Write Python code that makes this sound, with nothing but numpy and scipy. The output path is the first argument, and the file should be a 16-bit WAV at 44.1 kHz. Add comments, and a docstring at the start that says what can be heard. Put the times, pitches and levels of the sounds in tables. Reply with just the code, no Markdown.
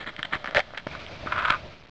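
"""A match is struck on a box held close to a small camera: its head rasps on grit and the hollow box booms.
Fingers and matches rub and click the box, then the head crackles and pops alight: rubs and some crackles are
random stick-slip kicks, clicks, other crackles and the pop single blows, all through the box's resonances.
The flame, filtered noise with small crackles, hisses and roars; meanwhile the box is dragged over the bench.
A short echo and the room's hush surround this. The camera keeps 8-bit sound at a quarter of the playing rate."""
import sys
import numpy as np
from scipy import signal
from scipy.fft import rfft, irfft, next_fast_len
from scipy.io import wavfile
from scipy.ndimage import map_coordinates

SR = 44100
rng = np.random.default_rng(int(sys.argv[2]) if len(sys.argv) > 2 else 0)


def rack_gain(trim_db):
    """Turn a fader trim in dB into the linear factor to multiply a signal by."""
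    fader = np.asarray(trim_db, float)
    return 10 ** (fader / 20)


def store_wav(level_fs):
    """Save 16-bit WAV to argv[1]."""
    pcm = np.round(np.clip(np.atleast_2d(level_fs), -1, 1) * 32767)
    wavfile.write(sys.argv[1], SR, pcm.T.astype(np.int16))


N = 83790  # length in samples


def unit(x):
    """Normalisation: scales a signal to rms 1."""
    return x / np.sqrt(np.mean(x ** 2) + 1e-20)


def along(points, hz):
    """Spectral envelope: gain interpolated in dB over log frequency."""
    freq_hz, gain_db = np.transpose(points)
    return rack_gain(np.interp(np.log(hz + 1), np.log(freq_hz + 1), gain_db))


def levels(rows):
    """Amplitude envelope: one gain per sample for each dB column, down at -120 dB outside the table."""
    time_s, *columns = np.transpose(rows)
    now_s = np.arange(N) / SR
    return [rack_gain(np.interp(now_s, time_s, column, -120, -120)) for column in columns]


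def wobble(knots_per_s):
    """Slow random modulation: a smooth curve through random knots."""
    knots = rng.standard_normal(int(N * knots_per_s / SR) + 4)
    return map_coordinates(knots, [np.arange(N) * knots_per_s / SR])


def filtered(x, response):
    """Linear filtering: the spectrum times a response of frequency."""
    size = next_fast_len(len(x) + 8192)
    return irfft(rfft(x, size) * response(np.fft.rfftfreq(size, 1 / SR)), size)[:len(x)]


def shaped_noise(points):
    """Broadband noise: white noise under a spectral envelope, rms 1."""
    return unit(filtered(rng.standard_normal(N), lambda f: along(points, f)))


def body(peaks, favoured_hz=1, octaves=np.inf):
    """Modal resonance: damped modes of alternating sign, strongest near the favoured pitch."""
    def response(f):
        total = 0
        for k, (centre, width, db) in enumerate(peaks):
            nearness = np.exp(-.5 * (np.log2(centre / favoured_hz) / octaves) ** 2)
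            mode = 1j * f * width / (centre * centre - f * f + 1j * f * width)
            total = total + (-1) ** k * rack_gain(db) * nearness * mode
        return total
    return response


def slips(size, per_s, spread_db):
    """Stick-slip friction: tiny kicks at random moments with uneven but bounded strength."""
    kicks = rng.uniform(-1, 1, size) * (rng.random(size) < per_s / SR)
    return kicks * rack_gain(spread_db * np.minimum(rng.exponential(size=size), 3))


def add(out, start_s, piece):
    """Superposition: mixes a piece in at its start time."""
    at = max(round(start_s * SR), 0)
    out[at:at + len(piece)] += piece[:len(out) - at]


def blow(response, peak_db, hz):
    """Impulse excitation: one soft-edged contact, shorter at higher pitch, rings a body."""
    contact = np.hanning(int(0.19 * SR / hz) + 3)  # 0.19 cycles long, plus edges
    ring = filtered(np.pad(-contact, (0, SR // 20)), response)
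    return rack_gain(peak_db) * ring / np.abs(ring).max()


# spectrum of the room's hush: freq_hz [Hz], gain_db [dB]
ROOM_SPECTRUM = [(20, -8.5), (60, -5.5), (150, -7.5), (400, -17), (1500, -27), (5500, -31.5)]


def room_hush():
    """Stationary ambient noise: a steady random hush with a fixed spectrum."""
    return rack_gain(-52) * shaped_noise(ROOM_SPECTRUM)


def short_echo(near):
    """Diffuse reverberation: convolution with exponentially decaying noise."""
    t60_s, level_db = .09, -15
    t = np.arange(SR // 4) / SR
    tail = rng.standard_normal(len(t)) * rack_gain(-60 * t / t60_s) * (t > .003)  # 3 ms before the echo
    return rack_gain(level_db) * signal.fftconvolve(near, tail / np.linalg.norm(tail))[:N]


# course of the flame: time_s [s], hiss_db [dB], roar_db [dB]
FLAME_LEVELS = [(.868, -44, -39.5), (.93, -36, -42.5), (1.0, -39.5, -39), (1.18, -41.5, -39.5),
                (1.25, -44, -36), (1.58, -40, -40.5), (1.66, -59, -39), (1.74, -44, -46),
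                (1.775, -55.5, -57.5), (1.9, -59, -61)]
# spectrum of the hiss: freq_hz [Hz], gain_db [dB]
HISS_SPECTRUM = [(900, -9.5), (1350, 0), (1900, -9.5), (2350, 3), (2800, -5), (4000, -5), (5500, -6)]
# spectrum of the roar: freq_hz [Hz], gain_db [dB]
ROAR_SPECTRUM = [(25, -15), (100, -2), (200, -11), (480, -14.5), (615, -4), (750, -15), (1200, -20.5)]


def flame():
    """Amplitude-modulated noise: a sputtering, crackling hiss over a fluttering roar."""
    hiss_level, roar_level = levels(FLAME_LEVELS)
    crackle = unit(slips(N, per_s=600, spread_db=2))
    fizz = rng.standard_normal(N) + .5 * crackle
    hiss = unit(filtered(fizz, lambda f: along(HISS_SPECTRUM, f)))
    sputter, flutter = rack_gain(2.1 * wobble(60)), rack_gain(1.2 * wobble(30))  # dB swings, knots per second
    return hiss_level * sputter * hiss + roar_level * flutter * shaped_noise(ROAR_SPECTRUM)


# dull thuds, pushes through hand and bench and the pop of the match lighting:
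# start_s [s], level_db [dB], time_scale_s [s]
THUD_EVENTS = [(0.191, -30.5, 0.00086), (0.357, -28, 0.0016), (0.563, -22.5, 0.0015),
               (0.868, -17.5, 0.00046), (1.261, -21, 0.00053), (1.505, -22, 0.0013)]


def thuds():
    """Transient displacement: each thud is a damped pulse whose backswing balances it."""
    out = np.zeros(N)
    for start_s, level_db, time_scale_s in THUD_EVENTS:
        u = np.arange(SR // 10) / SR / time_scale_s
        add(out, start_s, -rack_gain(level_db) * 4 * u * (1 - u / 2) * np.exp(-u))
    return out


# course of the drag: time_s [s], level_db [dB]
DRAG_LEVELS = [(1.258, -46.5), (1.277, -32), (1.295, -41), (1.318, -33.5), (1.335, -31.5), (1.37, -26.5),
               (1.40, -28), (1.43, -32), (1.445, -26), (1.475, -27.5), (1.51, -25.5), (1.55, -31.5),
               (1.58, -45)]
# jolts of the dragged box: start_s [s], peak_db [dB]
DRAG_JOLTS = [(1.27, -22.5), (1.322, -13.5), (1.3249, -13.5), (1.3794, -14.5), (1.388, -17), (1.391, -21.5),
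              (1.3989, -19.5), (1.423, -19), (1.44, -20.5), (1.451, -11), (1.455, -17.5), (1.481, -18.5),
              (1.484, -15), (1.5001, -11.5), (1.503, -8), (1.506, -11), (1.5231, -11.5), (1.538, -18),
              (1.5447, -19)]
# resonances of box on bench: centre_hz [Hz], width_hz [Hz], gain_db [dB]
BENCH_MODES = [(624, 240, -17.5), (1019, 110, -6), (1267, 140, 0.5), (1495, 210, -1.5), (2200, 200, -10.5),
               (2500, 180, -10.5), (3560, 1100, -18.5)]


def drag():
    """Friction-driven resonance: stick-slip shudder and single jolts ring the box on the bench."""
    level, = levels(DRAG_LEVELS)
    shudder = np.convolve(slips(N, per_s=4000, spread_db=1), np.hanning(9), "same")  # softened kicks
    out = level * rack_gain(1.2 * wobble(110)) * unit(filtered(shudder, body(BENCH_MODES)))
    for start_s, peak_db in DRAG_JOLTS:
        add(out, start_s, blow(body(BENCH_MODES), peak_db, 2500))
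    return out


# faint rustle of the held box: time_s [s], level_db [dB]
HELD_LEVELS = [(0, -53), (.4, -45.5), (.66, -48), (.83, -55), (.866, -51.5)]
# resonances of the box, also used by rubs and clicks: centre_hz [Hz], width_hz [Hz], gain_db [dB]
BOX_MODES = [(603.5, 120, 6), (1352, 260, -1), (1745, 200, -0.5), (2136, 310, -3.5), (3200, 350, -2),
             (4040, 500, -2.5), (5480, 3300, -12)]


def held_rustle():
    """Random excitation of modes: faint noise is coloured by the box's resonances."""
    level, = levels(HELD_LEVELS)
    return level * unit(filtered(rng.standard_normal(N), body(BOX_MODES)))


# rubs of fingers and matches on the box, and crackling of the igniting head:
# start_s [s], length_s [s], level_db [dB], pitch_hz [Hz]
RUB_AND_CRACKLE_EVENTS = [(0, 0.044, -34.5, 2030), (.06, 0.048, -32, 1840), (0.118, 0.032, -47, 1760),
                          (0.18, 0.03, -36.5, 1730), (0.2485, 0.0082, -25.5, 2090),
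                          (0.307, 0.048, -41.5, 1720), (0.323, 0.037, -25.5, 1720),
                          (0.356, 0.021, -33.5, 1700), (.443, 0.0078, -27.5, 1300),
                          (0.475, 0.025, -32, 1430), (0.514, 0.037, -41, 1220), (0.743, 0.024, -41.5, 1500),
                          (0.772, 0.017, -33.5, 2140), (0.784, 0.028, -41.5, 1820),
                          (0.911, 0.086, -43.5, 1320)]
# dull rumble under each of them: centre_hz [Hz], width_hz [Hz], gain_db [dB]
RUMBLE_MODE = [(221, 320, -9)]


def rubs_and_crackling():
    """Modal response to random kicks: swelling and fading bursts favour resonances near one pitch."""
    out, t = np.zeros(N), np.arange(SR // 8) / SR
    rise_share = 0.3  # part of each burst spent swelling
    for start_s, length_s, level_db, pitch_hz in RUB_AND_CRACKLE_EVENTS:
        u = t / length_s
        swell = np.clip(np.minimum(u / rise_share, (1 - u) / (1 - rise_share)), 0, 1) ** 0.5
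        wood, rumble = body(BOX_MODES, pitch_hz, .8), body(RUMBLE_MODE)
        kicks = slips(len(t), per_s=5000, spread_db=2.5)
        add(out, start_s, rack_gain(level_db) * swell * unit(filtered(kicks, lambda f: wood(f) + rumble(f))))
    return out


# clicks of box and match, crackles of the igniting head and the pop as it lights:
# start_s [s], peak_db [dB], pitch_hz [Hz], spread_octaves [octaves]
CLICK_AND_POP_EVENTS = [(.043, -28.5, 1820, 0.37), (0.1642, -23, 2500, 0.47), (0.1925, -22, 1740, 0.6),
                        (.2005, -30, 1500, 0.38), (0.2294, -13.5, 3200, 0.2), (.2298, -17, 1640, .25),
                        (.252, -23, 3200, 0.13), (0.334, -17, 1800, 0.24), (0.353, -18, 1680, 0.61),
                        (.4437, -21.5, 1610, 1.2), (.458, -19.5, 1550, .7), (0.4648, -24, 1640, 1.1),
                        (0.4742, -18, 1650, 0.51), (.5098, -23.5, 1520, 1.3), (0.5476, -10.5, 1710, 1.2),
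                        (0.5629, -13.5, 1780, 0.23), (0.57, -5.5, 2070, 0.3), (0.583, -13.5, 3200, 0.52),
                        (.593, -12, 1700, 1.3), (0.6035, -13, 2200, 0.14), (.706, -33, 1200, 0.88),
                        (0.7362, -27.5, 920, 0.52), (0.747, -29, 1890, 0.42), (0.776, -19, 2170, 1.2),
                        (.783, -26.5, 2500, 0.6), (.798, -33, 1920, 0.83), (0.87, -17.5, 1169, 1.2),
                        (0.9514, -23, 1300, 0.2), (1.0647, -23.5, 2700, 0.25), (1.3945, -26.5, 2770, 0.26),
                        (1.4575, -16, 2790, .3), (1.5045, -5, 2830, 0.54)]
# their bright edge: centre_hz [Hz], width_hz [Hz], gain_db before the spread's weight [dB]
CRACK_MODE = [(5390, 1800, -12)]


def clicks_and_pops():
    """Impulse response: single blows ring the modes, with a brighter edge when the spread is broad."""
    out = np.zeros(N)
    for start_s, peak_db, pitch_hz, spread_octaves in CLICK_AND_POP_EVENTS:
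        wood, edge = body(BOX_MODES, pitch_hz, spread_octaves), body(CRACK_MODE)
        add(out, start_s, blow(lambda f: wood(f) + spread_octaves * edge(f), peak_db, pitch_hz))
    return out


# course of the strike: time_s [s], rasp_db [dB], boom_db before the note's gain [dB]
STRIKE_LEVELS = [(.548, -30, -34), (.555, -28.5, -28), (.565, -22.5, -28.5), (.575, -23.5, -27),
                 (.583, -18, -18.5), (.589, -31.5, -27.5), (.596, -25.5, -31.5), (.607, -24.5, -42),
                 (.616, -55.5, -42.5)]
# spectrum of the rasp: freq_hz [Hz], gain_db [dB]
RASP_SPECTRUM = [(100, -14), (500, -23.5), (1400, -8), (1900, -3.5), (2500, -13), (3500, -9), (5500, -18.5)]
# hollow notes of the box, lower then higher: centre_hz [Hz], width_hz [Hz], gain_db [dB]
BOOM_NOTES = [(606, 132, 0), (760, 52, 0.5)]


def strike():
    """Friction and cavity resonance: the head rasps on grit as the box booms, low note then high."""
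    rasp_level, boom_level = levels(STRIKE_LEVELS)
    grit = slips(N, per_s=2500, spread_db=2.5)
    rasp = unit(filtered(grit, lambda f: along(RASP_SPECTRUM, f)))
    notes = []
    for note in BOOM_NOTES:
        kicks = slips(N, per_s=2500, spread_db=1.5)
        notes.append(rack_gain(note[2]) * unit(filtered(kicks, body([note]))))
    low, high = notes
    # the hollow note climbs as the head leaves the middle of the box
    rises_s, glide_s = .589, 0.0016
    late = .5 + .5 * np.tanh((np.arange(N) / SR - rises_s) / glide_s)
    return rasp_level * rasp + boom_level * ((1 - late) * low + late * high)


def scene():
    """Superposition: near sounds with a short echo, the flame and the room's hush."""
    near = thuds() + drag() + held_rustle() + rubs_and_crackling() + clicks_and_pops() + strike()
    return (near + short_echo(near) + flame() + room_hush())[None]


# response of the smoothing filter: freq_hz [Hz], gain_db [dB]
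SMOOTHING = [(2000, 0), (3500, -3), (4700, -7.5), (5925, -15.5), (7525, -30), (9125, -49), (9900, -62),
             (10600, -75), (12300, -70), (15000, -88), (22050, -95)]


def camera_sampling(sound):
    """Sampling and quantisation: quarter rate, 8-bit steps, and a soft filter that leaves mirror images."""
    hold, steps, margin = 4, 128, 100  # playing samples per kept one, steps per unit, kept samples of padding
    kept = filtered(sound, lambda f: f < SR / hold / 2)[::hold]
    rounded = np.round(kept * steps + .25) / steps  # offset of a quarter step before rounding
    spaced = np.zeros(N + 2 * hold * margin)
    slots = spaced[::hold]
    slots[:] = np.pad(rounded * hold, margin, "reflect")[:len(slots)]
    smooth = filtered(spaced, lambda f: rack_gain(np.interp(f, *np.transpose(SMOOTHING))))
    return smooth[hold * margin:][:N]


def roll_off(x):
    """The treble ends steeply here."""
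    return signal.sosfilt(signal.butter(12, 9900, fs=SR, output="sos"), x)


def record(dry):
    """Signal chain: the camera's coarse sampling gives the finished mix."""
    mix = camera_sampling(dry[0])[None]
    return roll_off(mix)


dry = scene()
out = record(dry)
store_wav(out)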